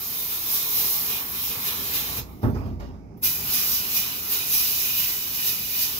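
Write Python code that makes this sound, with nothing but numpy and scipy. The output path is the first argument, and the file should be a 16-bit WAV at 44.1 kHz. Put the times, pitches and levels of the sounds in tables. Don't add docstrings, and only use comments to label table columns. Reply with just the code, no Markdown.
import sys
import numpy as np
from scipy import signal
from scipy.fft import rfft, irfft, next_fast_len
from scipy.io import wavfile
from scipy.ndimage import uniform_filter1d

SR = 44100
rng = np.random.default_rng(int(sys.argv[2]) if len(sys.argv) > 2 else 0)


def how_loud(loudness_db):
    steps = np.asarray(loudness_db, float) / 20
    return 10 ** steps


def transcribe(signal):
    frames = np.atleast_2d(signal).T
    limited = np.clip(frames, -1, 1)
    pcm = np.round(limited * 32767).astype(np.int16)
    wavfile.write(sys.argv[1], SR, pcm)


N = 264151

# (frequency [Hz], density [dB per Hz])
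HISS_SPECTRUM = [(4400, -46), (7500, -8), (9000, -3), (10500, 4.5), (12300, 13), (13500, 13.5), (14500, 10),
                 (15200, 13), (15650, 10.5), (15900, 3.5)]


def unit(x):
    return x / np.sqrt(np.mean(x ** 2) + 1e-20)


def along(points, hz):
    f, v = np.transpose(points)
    return np.interp(np.log(hz + 1), np.log(f + 1), v)


def curves(rows):
    s, *cols = np.transpose(rows)
    return [np.interp(np.arange(N) / SR, s, c) for c in cols]


def filtered(x, response, ring_s=0.25):
    m = next_fast_len(N + int(ring_s * SR))
    return irfft(rfft(x, m) * response(np.fft.rfftfreq(m, 1 / SR)), m)[..., :N]


def coloured(x, spectrum):
    return unit(filtered(x, lambda hz: how_loud(along(spectrum, hz))))


def drift(shape, bins, frames):
    field = uniform_filter1d(rng.standard_normal(shape), size=bins, axis=0)
    return unit(uniform_filter1d(field, size=frames, axis=1))


def patchy(depth_db, channels=1):
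    z = signal.stft(rng.standard_normal((channels, N)), nperseg=512)[2]
    patches = drift(z.shape[1:], bins=8, frames=12)
    streaks = drift(z.shape[1:], bins=2, frames=24)
    gain_db = depth_db * (0.7 * patches + 0.8 * streaks)
    return signal.istft(z * how_loud(gain_db), nperseg=512)[1][:, :N]


def grains(per_s, spread_db):
    hit = rng.random(N) < per_s / SR
    size = np.minimum(rng.exponential(size=N), 4)
    return unit(hit * how_loud(spread_db * size) * rng.standard_normal(N))


def swells(rows, own=0, steady_db=-120):
    t, rows = np.arange(0, N + 64, 64) / SR, np.array(rows)
    s, db, rise_s, fall_s = rows[:, :4, None].transpose(1, 0, 2)
    below_db = 10 * np.where(t < s, (s - t) / np.abs(rise_s), (t - s) / np.abs(fall_s))
    each_db = db + own * rows[:, -1:] - below_db
    power = np.interp(np.arange(N) / SR, t, (how_loud(each_db) ** 2).sum(axis=0))
    return 10 * np.log10(power + how_loud(steady_db) ** 2)


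def box(x, direct_db):
    # (frequency [Hz], t60 [s])
    cabinet_t60 = [(500, 0.39), (3000, 0.17), (12000, 0.19)]
    hz, t, z = signal.stft(rng.standard_normal((2, SR // 3)), SR, nperseg=256)
    decay_db = -60 * t / along(cabinet_t60, hz)[:, None]
    tail = signal.istft(z * how_loud(decay_db), SR, nperseg=256)[1]
    tail = tail / np.linalg.norm(tail, axis=1, keepdims=True)
    tail[:, 0] += how_loud(direct_db)
    tail = tail / np.linalg.norm(tail, axis=1, keepdims=True)
    return signal.fftconvolve(x[None], tail, axes=1)[:, :N]


def spray(spectrum, level_db, patchy_db, per_s, grain, compact, direct_db):
    noise = patchy(patchy_db, channels=3) + grain * grains(per_s, spread_db=1.6)
    point, *spread = coloured(noise, spectrum)
    gains = how_loud(np.atleast_2d(level_db))
    echoed = sum(box(gain * point, direct_db) for gain in gains)
    return np.sqrt(compact) * echoed + np.sqrt(1 - compact) * gains.sum(axis=0) * np.array(spread)


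def panels(x):
    # (frequency [Hz], level [dB], t60 [s])
    panel_modes = [(57.73, 4, 1.66), (77.4, -8.5, 0.57), (86.5, -4, 0.96), (104.6, -0.5, 0.2),
                   (120, -3, 0.23), (164.3, -12.5, 0.9), (195, -11, 0.37), (227.4, -5.5, 0.3),
                   (259.2, 3.5, 0.36), (287, -2.5, 0.22), (340.4, -4, 0.43), (398, -10.5, 0.59),
                   (467, -9.5, 0.49), (492.3, -7.5, 0.46), (595, -16, 0.19), (697.5, -9, 0.084),
                   (819, -2, 0.17), (920, -5, 0.2), (1196, -7, 0.21)]
    shape = (len(panel_modes), 2, 1)
    tint = how_loud(rng.normal(0, 1.8, shape)) * np.exp(0.45j * rng.standard_normal(shape))

    def response(hz):
        low = hz[:len(hz) // 4]
        total = np.zeros((2, len(low)), complex)
        for (mode_hz, db, t60_s), port_tint in zip(panel_modes, tint):
            width_hz = np.log(1000) / (np.pi * t60_s)
            resonance = 20 * mode_hz / (mode_hz ** 2 - low ** 2 + 1j * low * width_hz)
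            total += port_tint * how_loud(db) * resonance
        return np.pad(total, ((0, 0), (0, len(hz) - len(low))))

    return filtered(x, response, ring_s=2)


def workshop():
    # (frequency [Hz], level [dB])
    hall_spectrum = [(240, -31), (400, -26), (720, -6.5), (1800, -27), (2300, -19.5), (3500, -43.5),
                     (5300, -26.5), (8600, -43.5), (12000, -40), (15000, -43.5), (15900, -51)]
    return how_loud(-61) * coloured(patchy(1.2, channels=2), hall_spectrum)


def dust():
    # (frequency [Hz], level [dB])
    sand_spectrum = [(350, -28), (600, -17.5), (856, -12.5), (968, -18), (1140, -14.5), (1500, -25.5),
                     (1560, -32), (1840, -22), (3050, -29), (5410, -28.5), (8970, -46.5), (12100, -42),
                     (15700, -46)]
    # (peak time [s], level [dB], 10 dB rise [s], 10 dB fall [s], fine dust over it [dB])
    trickle_rows = [
        (2.3, -54, .08, .15, -8),
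        (2.433, -42, .01, .07, -6),
        (2.503, -52, .004, .02, 0),
        (2.556, -45, .025, .12, -15),
        (2.66, -50, .01, .07, -14),
        (2.801, -44, .004, .08, -20),
        (2.93, -61, .06, .1, -22),
        (3.174, -63, .002, .05, 7),
    ]
    coarse = [p for p in sand_spectrum if p[0] < 9000] + [(11000, -96.0)]
    sand_db = swells(trickle_rows) + 0.1
    fine_db = swells(trickle_rows, own=0.86) + 0.1
    sand = spray(coarse, sand_db, patchy_db=-4.0, per_s=430, grain=0.27, compact=0.35, direct_db=-1.0)
    fine = spray(HISS_SPECTRUM, fine_db, patchy_db=-1.5, per_s=1200, grain=0.38, compact=0.3, direct_db=6)
    return sand + fine


def rumble():
    # (frequency [Hz], level [dB])
    low_spectrum = [(15, -37), (28, 5), (59, 4), (263, -6.5), (362, -16.5), (397, -12.5), (430, -16.5),
                    (525, -25.5), (600, -18.5), (780, -30.5), (1320, -120)]
    # (peak time [s], level [dB], 10 dB rise [s], 10 dB fall [s])
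    shove_rows = [
        (1.85, -40, 1, -4),
        (2.22, -36, -0.2, 0),
        (2.48, -23.5, 0, 0.2),
        (2.7, -33.5, 0.26, 0.36),
        (3.5, -41, 0.7, 0.4),
    ]
    shake_db = swells(shove_rows, steady_db=-43.5)
    a, b = patchy(0.7, channels=2)
    plain = coloured(np.array([a + 0.31 * b, a - 0.14 * b]), low_spectrum)
    ringing = panels(rng.standard_normal(N))
    ringing = unit(filtered(ringing, lambda hz: 1j * hz / (60 + 1j * hz) / (1 + 1j * hz / 500) ** 2))
    return how_loud(shake_db) * unit(plain + 0.6 * ringing)


def knocks():
    # (time [s], boom level [dB], clack over boom [dB], contact [ms])
    knock_rows = [(1.792, -41, 5, 0.37), (2.185, -32, -5, 0.84), (2.431, -24.5, 5, 0.42),
                  (2.440, -13, -17, 0.93), (2.448, -12.5, -22, 1.12), (2.549, -23.5, -5, 0.88),
                  (2.61, -23, -12, 1.6), (2.659, -24, -12, 1.24), (2.69, -32, -21, 1.3),
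                  (2.797, -35, -7, 1.18), (2.819, -33.5, -1.5, 1.2), (2.949, -41, -6, 2.4)]
    push, clack = np.zeros(N + SR), np.zeros(N + SR)
    t = np.arange(SR // 4) / SR
    for s, boom_db, clack_db, contact_ms in knock_rows:
        ms = max(contact_ms, 0.3)
        u = t / (ms / 1000)
        start = round(s * SR)
        push[start:][:len(t)] += how_loud(boom_db) * u * np.exp(1 - u) / ms
        envelope = how_loud(boom_db + clack_db - 60 * t / 0.14) * (1 - np.exp(-t / 0.0039))
        clack[start:][:len(t)] += envelope * rng.standard_normal(len(t))

    def grate_tone(hz):
        resonance = 1 / (1 + 1j * hz / 1000 - (hz / 1150) ** 2)
        return resonance ** 2 * (1j * hz / (200 + 1j * hz))

    tone = filtered(clack[:N], grate_tone)
    return how_loud(8.5) * panels(push[:N]) + how_loud(8) * box(tone, direct_db=3.5)


def valve(pulled_s, let_go_s):
    open_db_per_s, shut_db_per_s = 1700, 520
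    bleed_db, bleed_db_per_s, bleed_s = -22, 28, 0.225
    t = np.arange(N) / SR
    after = np.maximum(t - let_go_s, 0)
    bleed = bleed_db - bleed_db_per_s * after - shut_db_per_s * np.maximum(after - bleed_s, 0)
    shutting = np.maximum(-shut_db_per_s * after, bleed)
    opening = np.minimum(open_db_per_s * (t - pulled_s), 0)
    return np.maximum(shutting + opening, -120)


def gun():
    # (frequency [Hz], level [dB])
    grit_spectrum = [(2530, -29.5), (4300, -1), (4550, -4.5), (5130, -1), (6000, -2.5), (7560, -7),
                     (8500, -15), (11000, -62), (18700, -120)]
    # (frequency [Hz], level [dB])
    grate_spectrum = [(1120, -24), (1900, -12.5), (2310, -8), (2490, 1), (2690, -2.5), (3110, -0.5),
                      (3210, -4), (3690, 0.5), (4200, -2.5), (5460, -17), (9240, -120)]
    # (frequency [Hz], level [dB])
    roar_spectrum = [(240, -28.5), (400, -3), (506, -10.5), (645, -12.5), (728, -7), (777, -7), (922, -2.5),
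                     (1250, -5), (1780, -7.5), (2200, -5), (2860, -17.5), (4840, -120)]
    # (fully pulled [s], let go [s])
    trigger_pulls = [
        (-.1, 2.194),
        (3.232, 6.2),
    ]
    # (time [s], rebound off metal [dB], into the hollow [dB])
    aim_points = [(0, -0.6, -0.5), (0.29, -1.5, 1.0), (0.82, -2.1, 1.7), (1.17, -0.5, 2.9),
                  (1.24, -9.7, 3.0), (1.49, 1.6, -1.3), (1.59, -1.0, 4.1), (1.89, 4.6, 0.6),
                  (2.2, 0.9, 3.4), (3.3, -2.7, 0.2), (3.45, -1.0, 1.6), (3.49, 3.4, 0.4), (4.15, 2.5, -0.5),
                  (4.21, -0.2, 2.0), (4.51, 1.9, -1.6), (5.22, 1.5, -2.6), (5.61, 2.1, -2.9),
                  (5.99, 4.3, -4.5)]
    # (peak time [s], hiss level [dB], last 10 dB of rise [s], first 10 dB of fall [s],
    # grate over hiss [dB])
    slug_rows = [(0.201, -30.7, 0.297, 0.292, -15.0), (0.33, -28.1, 0.027, 0.058, -8.9),
                 (0.551, -22.2, 0.108, 0.127, -12.1), (0.792, -22.1, 0.167, 0.226, -10.4),
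                 (0.917, -24.8, 0.102, 0.194, -17.5), (1.095, -28.5, 0.032, 0.243, -5.6),
                 (1.363, -36.2, 0.048, 0.082, 1.6), (1.449, -27.9, 0.142, 0.125, -16.3),
                 (1.515, -34.2, 0.019, 0.032, -0.2), (1.675, -24.4, 0.057, 0.06, -6.9),
                 (1.953, -23.5, 0.03, 0.056, -7.9), (2.17, -30.5, 0.006, 0.047, -5.7),
                 (3.249, -18.0, 0.033, 0.09, -12.6), (3.548, -22.0, 0.065, 0.132, -10.9),
                 (3.746, -23.0, 0.216, 0.081, -18.3), (3.968, -21.2, 0.063, 0.073, -12.2),
                 (4.322, -22.7, 0.033, 0.121, -10.0), (4.542, -19.5, 0.061, 0.201, -12.9),
                 (4.808, -25.7, 0.297, 0.225, -14.8), (4.86, -31.2, 0.071, 0.156, -2.7),
                 (4.991, -23.5, 0.07, 0.223, -9.4), (5.359, -29.5, 0.034, 0.088, -9.3),
                 (5.475, -21.9, 0.072, 0.075, -11.3), (5.83, -22.4, 0.131, 0.048, -14.8)]
    air_db, grit_db, grate_over_db, roar_over_db = -32, -8.6, -8.9, -13.1
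    slug_grit_db = -8.8
    aim_db, hollow_db = curves(aim_points)

    hiss_db = swells(slug_rows, steady_db=air_db + 0.5 * aim_db)
    steel_steady_db = air_db + grit_db - slug_grit_db + 0.44 * aim_db
    steel_db = slug_grit_db + swells(slug_rows, steady_db=steel_steady_db) + 0.4 * aim_db
    grate_steady_db = air_db + grate_over_db + 0.65 * aim_db
    grate_db = swells(slug_rows, own=1, steady_db=grate_steady_db) + 0.5 * aim_db
    roar_db = air_db + roar_over_db + hollow_db + 0.5 * (grate_db - air_db - grate_over_db)
    open_db = np.array([valve(pulled_s, let_go_s) for pulled_s, let_go_s in trigger_pulls])

    hiss = spray(HISS_SPECTRUM, open_db + hiss_db, patchy_db=1.5, per_s=6800, grain=0.27,
                 compact=0.18, direct_db=2.0)
    steel = spray(grit_spectrum, open_db + steel_db, patchy_db=1.07, per_s=4600, grain=0.24,
                  compact=0.62, direct_db=-8.5)
    grate = spray(grate_spectrum, open_db + grate_db, patchy_db=1.7, per_s=5000, grain=0.14,
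                  compact=0.78, direct_db=-5.5)
    roar = spray(roar_spectrum, open_db + roar_db, patchy_db=1.5, per_s=4700, grain=0.053,
                 compact=0.86, direct_db=1.0)
    return how_loud(0.9) * hiss + how_loud(-0.27) * steel + how_loud(-0.6) * grate + how_loud(-1.06) * roar


def scene():
    pan = how_loud([[-2.5], [2.5]])
    return workshop() + dust() + (rumble() + knocks()) * pan + gun()


def dropouts(x):
    # (frequency [Hz], threshold [standard deviations])
    rarity = [(1200, 4), (1800, 1.8), (2600, 2.3), (3800, 2), (4350, 1.1), (4800, 2.1), (6800, 2.1),
              (7400, .6), (8000, 1.4), (9500, 1.1), (10500, 2.3), (12000, 4)]
    hz, _, z = signal.stft(x, SR, nperseg=1024)
    lost = drift(z.shape[1:], bins=4, frames=8) > along(rarity, hz)[:, None]
    return signal.istft(z * how_loud(-25 * lost), SR, nperseg=1024)[1][:, :N]


def roll_off(x):
    return signal.sosfilt(signal.butter(12, 15800, fs=SR, output="sos"), x)


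def record(dry):
    # (frequency [Hz], left minus right [dB])
    port_colour = [(60, 3), (300, 2), (700, -2.5), (1200, -6), (1600, -3.5), (2500, -6), (4000, -3.5),
                   (5200, -7.5), (6600, -7.5), (7400, -1.5), (8600, 9), (9600, 3), (12000, -2), (14000, -4),
                   (15600, 9)]
    lag_samples = -13
    top_hz, edge_hz = 15780, 80
    notch_hz, notch_width_hz, notch_depth = 4310, 79, 0.43
    side = np.array([[0.5], [-0.5]])

    def response(hz):
        ports = how_loud(along(port_colour, hz) * side) * np.exp(-2j * np.pi * hz * lag_samples / SR * side)
        band = (1j * hz / (44 + 1j * hz)) ** 4 * np.clip((top_hz - hz) / edge_hz, 0, 1)
        notch = 1 - notch_depth / (1 + ((hz - notch_hz) / notch_width_hz) ** 2)
        return ports * band * notch

    heard = dropouts(filtered(dry, response))
    return roll_off(heard)


dry = scene()
out = record(dry)
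transcribe(out)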